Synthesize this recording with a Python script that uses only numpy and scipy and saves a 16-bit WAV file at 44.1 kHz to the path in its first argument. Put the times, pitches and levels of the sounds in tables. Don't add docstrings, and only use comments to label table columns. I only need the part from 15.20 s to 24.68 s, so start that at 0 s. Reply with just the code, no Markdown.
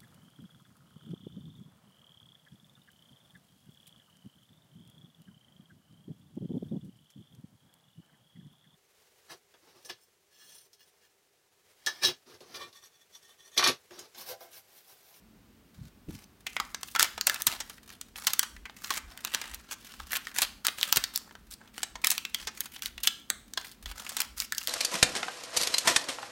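import sys
import numpy as np
from scipy import signal
from scipy.fft import rfft, irfft
from scipy.io import wavfile
from scipy.ndimage import uniform_filter1d

SR = 44100
rng = np.random.default_rng(int(sys.argv[2]) if len(sys.argv) > 2 else 0)


def to_wav(sig):
    pcm = np.clip(np.atleast_2d(sig), -1, 1) * 32767
    pcm = np.round(pcm).astype(np.int16)
    wavfile.write(sys.argv[1], SR, pcm.T)


N = 418068
TIME = np.arange(N) / SR
HELD_FROM_S = 1.2

# start_s, end_s, level_db, tilt_db_per_octave
RUSTLES = [(0.538,0.694,-65,0), (.881,1.049,-56,-.5), (1.269,1.544,-58.5,1), (1.653,1.76,-50.5,6),
           (2.113,2.22,-44,-2.5), (2.379,2.591,-59,1), (2.672,2.762,-56.5,-0.5), (2.956,3.065,-45.5,0),
           (3.558,3.729,-48.5,0), (3.865,4.055,-57.5,-2.5), (4.025,4.375,-48.5,-2.5),
           (4.369,4.519,-59,-2.5), (4.585,5.146,-55,0), (5.862,6.095,-63.5,-7), (6.304,6.346,-45,3),
           (6.397,6.504,-60.5,-7.5), (6.53,6.641,-53.5,0.5), (7.124,7.3,-52,-1), (7.341,7.469,-50.5,1.5),
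           (7.513,7.599,-50.5,1.5), (8.369,8.553,-52.5,2.5), (8.655,8.728,-46.5,0),
           (8.743,9.068,-47.5,-1.2), (9.336,9.47,-45.5,3)]
# frequency_hz, relative_db
RASP_COLOUR = [(80,-7.5), (250,-8.5), (550,-3.5), (830,1.5), (1200,4), (1700,5.5), (2400,4), (3400,4.5),
               (4700,4.5), (6700,2), (10500,3), (15500,-1)]


def cracks():
    # start_s, level_db (of 1 ms with equal energy), length_ms, tilt_db_per_octave, peak_hz
    hits = [(1.2665,-21.5,3.6,-1.5,2530), (1.3661,-18,1.5,-5,2040), (1.4003,-17,1.9,-4,1070),
            (1.5458,-23,1.6,-3.5,6300), (1.6315,-24.5,1.5,-2.5,8500), (1.7507,-19.5,2,-3,1585),
            (1.7605,-16,2.2,-3,1370), (1.7951,-8.5,2.2,0,1410), (1.8067,-14,1.3,-2,1310),
            (1.8279,-7,1.3,-0.5,12300), (1.9781,-25,2.6,-4.5,848), (2.0114,-16,0.59,0.8,4460),
            (2.0695,-7.5,2.1,0.5,10100), (2.0972,-13.5,0.86,-.5,1680), (2.1434,-23,1.6,-1,10000),
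            (2.2207,-18,0.38,3.5,11300), (2.2681,-6.5,4.8,0,12100), (2.403,-22,6.7,-3,6720),
            (2.4971,-31.5,4.2,-3,12000), (2.702,-37,1.8,-0.5,1780), (2.8126,-27.5,1.4,0,8600),
            (3.0692,-8.5,4.2,0.95,880), (3.134,-14.5,2.1,.5,12000), (3.1934,-5.5,1.1,4,1330),
            (3.2297,-20,4,-1,1240), (3.3646,-38,2.2,-3,2000), (3.4549,-29.5,4.3,-5,2153),
            (3.4969,-36.5,1.1,-8,3600), (3.6442,-26,1.8,-2.3,5340), (3.7047,-16,4.2,-2.5,1110),
            (3.9753,-32.5,1.2,1.5,2100), (4.0491,-18,1,1.5,1160), (4.1473,-15.5,1,-2.5,6340),
            (4.2151,-24.5,3.7,-2,1200), (4.3445,-27,3.1,1.5,11940), (4.8019,-30.5,0.33,-5,1235),
            (5.07,-26,1.2,-2.5,1860), (5.1852,-12.5,3.4,0,880), (5.2191,-10.5,3.8,-0.7,10500),
            (5.4484,-18,6.1,-.5,1300), (5.4681,-10.5,0.29,0.8,11100), (5.4827,-16.5,2.2,-3.5,3020),
            (5.6123,-22,0.38,-1.5,4150), (5.6302,-11,0.31,0.3,3180), (5.7261,-5,0.39,2.5,885),
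            (5.7598,-13.5,2.7,1.5,873), (5.7703,-8.5,2.4,-0.7,12000), (5.8393,-15.5,1.6,.1,4360),
            (5.9597,-13,0.55,6,4420), (5.976,-20.5,.3,2.5,9800), (6.11,-42,1.5,-7.5,1000),
            (6.1523,-37,1.4,-5.5,1300), (6.58,-28,0.86,-5.5,8550), (6.6314,-17,2.6,-2,8280),
            (6.7551,-28.5,3.4,-7,6240), (6.8402,-19.5,2.3,-5.5,2400), (6.8448,-10.5,1.7,1.5,1880),
            (6.87,-10,2,0.5,10900), (6.903,-16.5,0.34,5.5,2800), (6.9055,-10.5,0.47,4,11100),
            (6.9141,-13.5,5.3,0.5,9050), (6.9798,-18.5,0.79,0,3040), (7.051,-22,1.2,-1.5,2720),
            (7.1458,-16,1.3,1.3,3120), (7.2715,-20.5,7.1,-4,5800), (7.4058,-16.5,1.8,3,11700),
            (7.4566,-30.5,4.2,-2.5,12000), (7.6219,-24,1.2,1.5,2940), (7.6588,-19.5,0.94,2,3100),
            (7.779,-29.5,1.6,-2.5,2680), (7.8333,-16,6.7,4,3280), (7.8729,-6.5,2.7,1.3,3200),
            (8.1018,-13.5,.6,-1,7960), (8.3363,-28.5,.9,0.8,6300), (8.3746,-17.5,2.5,-4.5,4340),
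            (8.892,-24.5,6.9,0,9350), (8.9673,-18,3.4,-1.5,10600), (9.2019,-16.5,0.44,3,5020),
            (9.323,-17.5,0.55,1,1750), (9.381,-17,1.9,2.5,5170), (9.4733,-16.5,0.67,2.5,3800)]
    return snaps(hits)


def buckles(per_s=9, above_slide_db=16, spread_db=3, length_ms=2.06, tilt_db=-3, low_hz=1200, high_hz=7000):
    hits = []
    for start, end, slide_db, _ in RUSTLES:
        if start > HELD_FROM_S:
            for when, force, pitch in rng.random((round((end - start) * per_s), 3)):
                level_db = slide_db + above_slide_db + spread_db * (2 * force - 1)
                peak_hz = low_hz * (high_hz / low_hz) ** pitch
                hits.append((start + (end - start) * when, level_db, length_ms, tilt_db, peak_hz))
    return snaps(hits)


def snaps(hits, bite_db=-23, bite_s=0.0054, bite_rise_db=18, edge_hz=8500, hollow_hz=2130, diffuse=0.19):
    # frequency_hz, relative_db
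    snap_colour = [(80,-24), (250,-7.5), (420,-8.5), (590,-9), (830,-.5), (1180,2.5), (1660,5.5),
                   (2350,3.5), (3330,8), (4700,6.5), (6660,6.5), (9400,2), (13300,0.5), (16000,2)]
    out = np.zeros(N)
    lead = int(bite_s * SR)
    low, high = (signal.butter(2, edge_hz, side, fs=SR, output="sos") for side in ("low", "high"))
    for start, level_db, length_ms, tilt_db, peak_hz in hits:
        hollow = np.exp(-(np.log2(peak_hz / hollow_hz) / 0.44) ** 2)
        film = body(snap_colour, tilt_db, peak_hz, lift=6.5 * (1 + hollow))
        strength = from_db(level_db) * np.sqrt(SR / 1000)
        bite = unit_energy(rng.standard_normal(lead) * from_db(np.linspace(-bite_rise_db, 0, lead)))
        add(out, start - lead / SR, strength * from_db(bite_db) * signal.fftconvolve(bite, film))
        crack = signal.sosfilt(low, fracture(length_ms)) + signal.sosfilt(high, fracture(length_ms * 0.38))
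        snap = unit_energy(signal.fftconvolve(crack, film))
        add(out, start, strength * snap)
        radiated = np.sqrt(1 - diffuse) * snap
        add(radiated, 0, np.sqrt(diffuse) * film)
        add(out, start, strength * signal.fftconvolve(radiated, room()))
    return out


def fracture(length_ms, rise=0.19, fall=0.81, ragged_db=0.5, size=2048):
    age = np.arange(1, size + 1) / SR * 1000 / length_ms
    envelope = age ** rise * np.exp(-fall * age)
    burst = rfft(rng.standard_normal(size) * envelope * from_db(-ragged_db * drift(size, per_s=2300)))
    broad = np.sqrt(uniform_filter1d(np.abs(burst) ** 2, size=90) + 1e-12)
    return irfft(burst / broad)[:size // 2]


def strokes(first_tilt_db=-1.5, brighten_db_per_s=0.5):
    # start_s, end_s, level_db
    cuts = [(1.785,1.86,-31.5), (2.07,2.097,-33), (2.271,2.371,-40.5), (3.07,3.123,-37.5),
            (3.707,3.794,-37.5), (4.128,4.151,-33), (4.501,4.548,-39), (4.904,4.98,-31.5),
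            (5.141,5.22,-38.5), (5.216,5.258,-29.5), (5.562,5.773,-42), (5.933,5.968,-40.5),
            (6.847,6.97,-41), (7.62,7.688,-43.5), (7.834,7.876,-39), (9.001,9.02,-25), (9.161,9.263,-40)]
    first_s = cuts[0][0]
    moves = [(start, end, level_db, first_tilt_db + brighten_db_per_s * (start - first_s))
             for start, end, level_db in cuts]
    return rasps(moves, taper=0.24, slips_per_s=160)


def rustles():
    return rasps(RUSTLES, taper=0.16, slips_per_s=220)


def rasps(moves, taper, slips_per_s, firm_db=-40, swell_db=4.0, size=28000):
    out = np.zeros(N)
    for start, end, level_db, tilt_db in moves:
        count = int(np.clip((end - start) * SR, 256, size))
        force = from_db(swell_db * drift(size, per_s=110.6)[:count]) * signal.windows.tukey(count, taper)
        hiss = 0.25 * from_db((firm_db - level_db) / 2)
        facets_hz = np.geomspace(1200, 8000, num=4) * 2 ** rng.uniform(-1.13, 0.9, size=4)
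        scrape = 0
        for peak_hz in facets_hz:
            friction = force * stick_slip(size, hiss, slips_per_s)[:count]
            scrape += signal.fftconvolve(friction, body(RASP_COLOUR, tilt_db, peak_hz, lift=9))
        scrape = from_db(level_db) * np.sqrt(count) * unit_energy(scrape)
        add(out, start, scrape)
        add(out, start, signal.fftconvolve(scrape, room()))
    return out


def stick_slip(count, hiss, slips_per_s, spread_db=5.0, slip_s=0.0011):
    slips = impulses(count, slips_per_s, spread_db, cap=4)
    grains = signal.lfilter([1], [1, -np.exp(-1 / (slip_s * SR))], slips)
    return (rms_one(grains) + hiss) * rng.standard_normal(count)


def crinkle(ticks_per_s=50, spread_db=8.0, level_db=-65):
    ticks = (TIME > HELD_FROM_S) * impulses(N, ticks_per_s, spread_db, cap=3.5)
    tick = signal.fftconvolve(fracture(length_ms=3.8), body(RASP_COLOUR))
    return from_db(level_db) * rms_one(signal.fftconvolve(ticks, tick)[:N])


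def blades(cutting):
    # pitch_hz, gain_db, t60_s
    modes = [(1346,-65.5,0.54), (1785,-66,.28), (2090,-62,.3), (2870,-68,.25), (3200,-59.5,0.085),
             (4540,-64,.3)]
    t = TIME[:SR // 2]
    ring = sum(from_db(db - 60 * t / t60) * np.sin(2 * np.pi * hz * t) for hz, db, t60 in modes)
    return signal.fftconvolve(cutting, ring)[:N]


def thumps():
    # centre_s, level_db, half_length_s, top_hz
    bumps = [(.624,-43.5,0.03,180), (.893,-35.5,0.0071,302), (.935,-44.5,0.023,236),
             (2.279,-44.5,0.0086,256), (5.776,-39,0.0077,432)]
    return rumbles(bumps, low_hz=50)


def throb(first_s=1.465, period_s=0.4815, count=17, half_length_s=0.047, top_hz=68.5):
    # time_s, level_db
    curve = [(1.4,-58), (2.9,-62), (3.4,-50.5), (4.8,-50.5), (5.3,-55.5), (7.2,-56.5), (7.7,-53), (8.2,-60),
             (8.7,-43), (9.2,-53)]
    beats = [(s, np.interp(s, *np.transpose(curve)), half_length_s, top_hz)
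             for s in first_s + period_s * np.arange(count)]
    return rumbles(beats, low_hz=33)


def rumbles(swells, low_hz):
    out = np.zeros(N)
    for centre_s, level_db, half_length_s, top_hz in swells:
        band = signal.butter(4, [low_hz, top_hz], "band", fs=SR, output="sos")
        swell = np.exp(-((TIME[:SR] - .5) / half_length_s) ** 2 / 2)
        rumble = signal.sosfilt(band, rng.standard_normal(SR)) * swell
        add(out, centre_s - .5, from_db(level_db) * unit_energy(rumble) * np.sqrt(np.sum(swell ** 2)))
    return out


def room(near_db=-13, near_t60=0.04, near_delay_s=0.0022, tail_db=-16.5, tail_t60=0.4, tail_delay_s=0.0085):
    # frequency_hz, relative_db
    room_colour = [(100,-1.5), (1400,1.5), (3000,-0.5), (15000,-10)]
    t = TIME[:SR // 4]
    near = unit_energy(rng.standard_normal(len(t)) * from_db(-60 * t / near_t60) * (t > near_delay_s))
    tail = unit_energy(rng.standard_normal(len(t)) * from_db(-60 * t / tail_t60) * (t > tail_delay_s))
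    return signal.fftconvolve(from_db(near_db) * near + from_db(tail_db) * tail, body(room_colour))


def hum(level_db=-60):
    # frequency_hz, relative_db
    hum_colour = [(20,-35.5), (45,-1), (70,-5), (150,-9.5), (215,-1.5), (330,-10.5), (520,-18),
                  (2300,-24.5), (4000,-27.5), (7500,-32), (15000,-31.5)]
    bed = signal.fftconvolve(rng.standard_normal(N), body(hum_colour, size=8192))[:N]
    return from_db(level_db) * rms_one(bed)


def body(colour, tilt_db=0, peak_hz=1000, lift=0, size=1024):
    octave = np.log2(np.maximum(np.fft.rfftfreq(size, 1 / SR), 1))
    hz, db = np.transpose(colour)
    db = np.interp(octave, np.log2(hz), db) + tilt_db * np.maximum(octave - np.log2(600), 0)
    octaves_away = octave - np.log2(peak_hz)
    hump = 0.8 * np.exp(-(octaves_away / 0.6) ** 2)
    crest = 0.4 * np.exp(-(octaves_away / 0.11) ** 2)
    cepstrum = irfft(np.log(from_db(db + lift * (hump + crest))))
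    cepstrum[1:size // 2] *= 2
    cepstrum[size // 2 + 1:] = 0
    return unit_energy(irfft(np.exp(rfft(cepstrum))))


def impulses(count, per_s, spread_db, cap):
    fires = rng.random(count) < per_s / SR
    return fires * from_db(spread_db * np.minimum(rng.exponential(1, count), cap))


def drift(count, per_s):
    steps = np.arange(count) * per_s / SR
    return np.interp(steps, np.arange(count), rng.standard_normal(count))


def from_db(db):
    return 10 ** (np.asarray(db) / 20)


def rms_one(x):
    return x / np.sqrt(np.mean(x ** 2) + 1e-20)


def unit_energy(x):
    return x / np.sqrt(np.sum(x ** 2) + 1e-20)


def add(out, start_s, sound):
    at = int(np.clip(start_s * SR, 0, N - 1))
    out[at:at + len(sound)] += sound[:N - at]


def scene():
    background = hum() + thumps() + throb()
    cutting = crinkle() + strokes() + rustles() + cracks() + buckles()
    return (cutting + blades(cutting) + background)[None, :]


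def record(dry):
    dip_band = signal.lfilter(*signal.iirpeak(10700, Q=12.6, fs=SR), dry)
    limited = np.clip(dry - 0.38 * dip_band, -1, 1)
    return signal.sosfilt(signal.ellip(10, .1, 80, 16000, fs=SR, output="sos"), limited)


dry = scene()
out = record(dry)
to_wav(out)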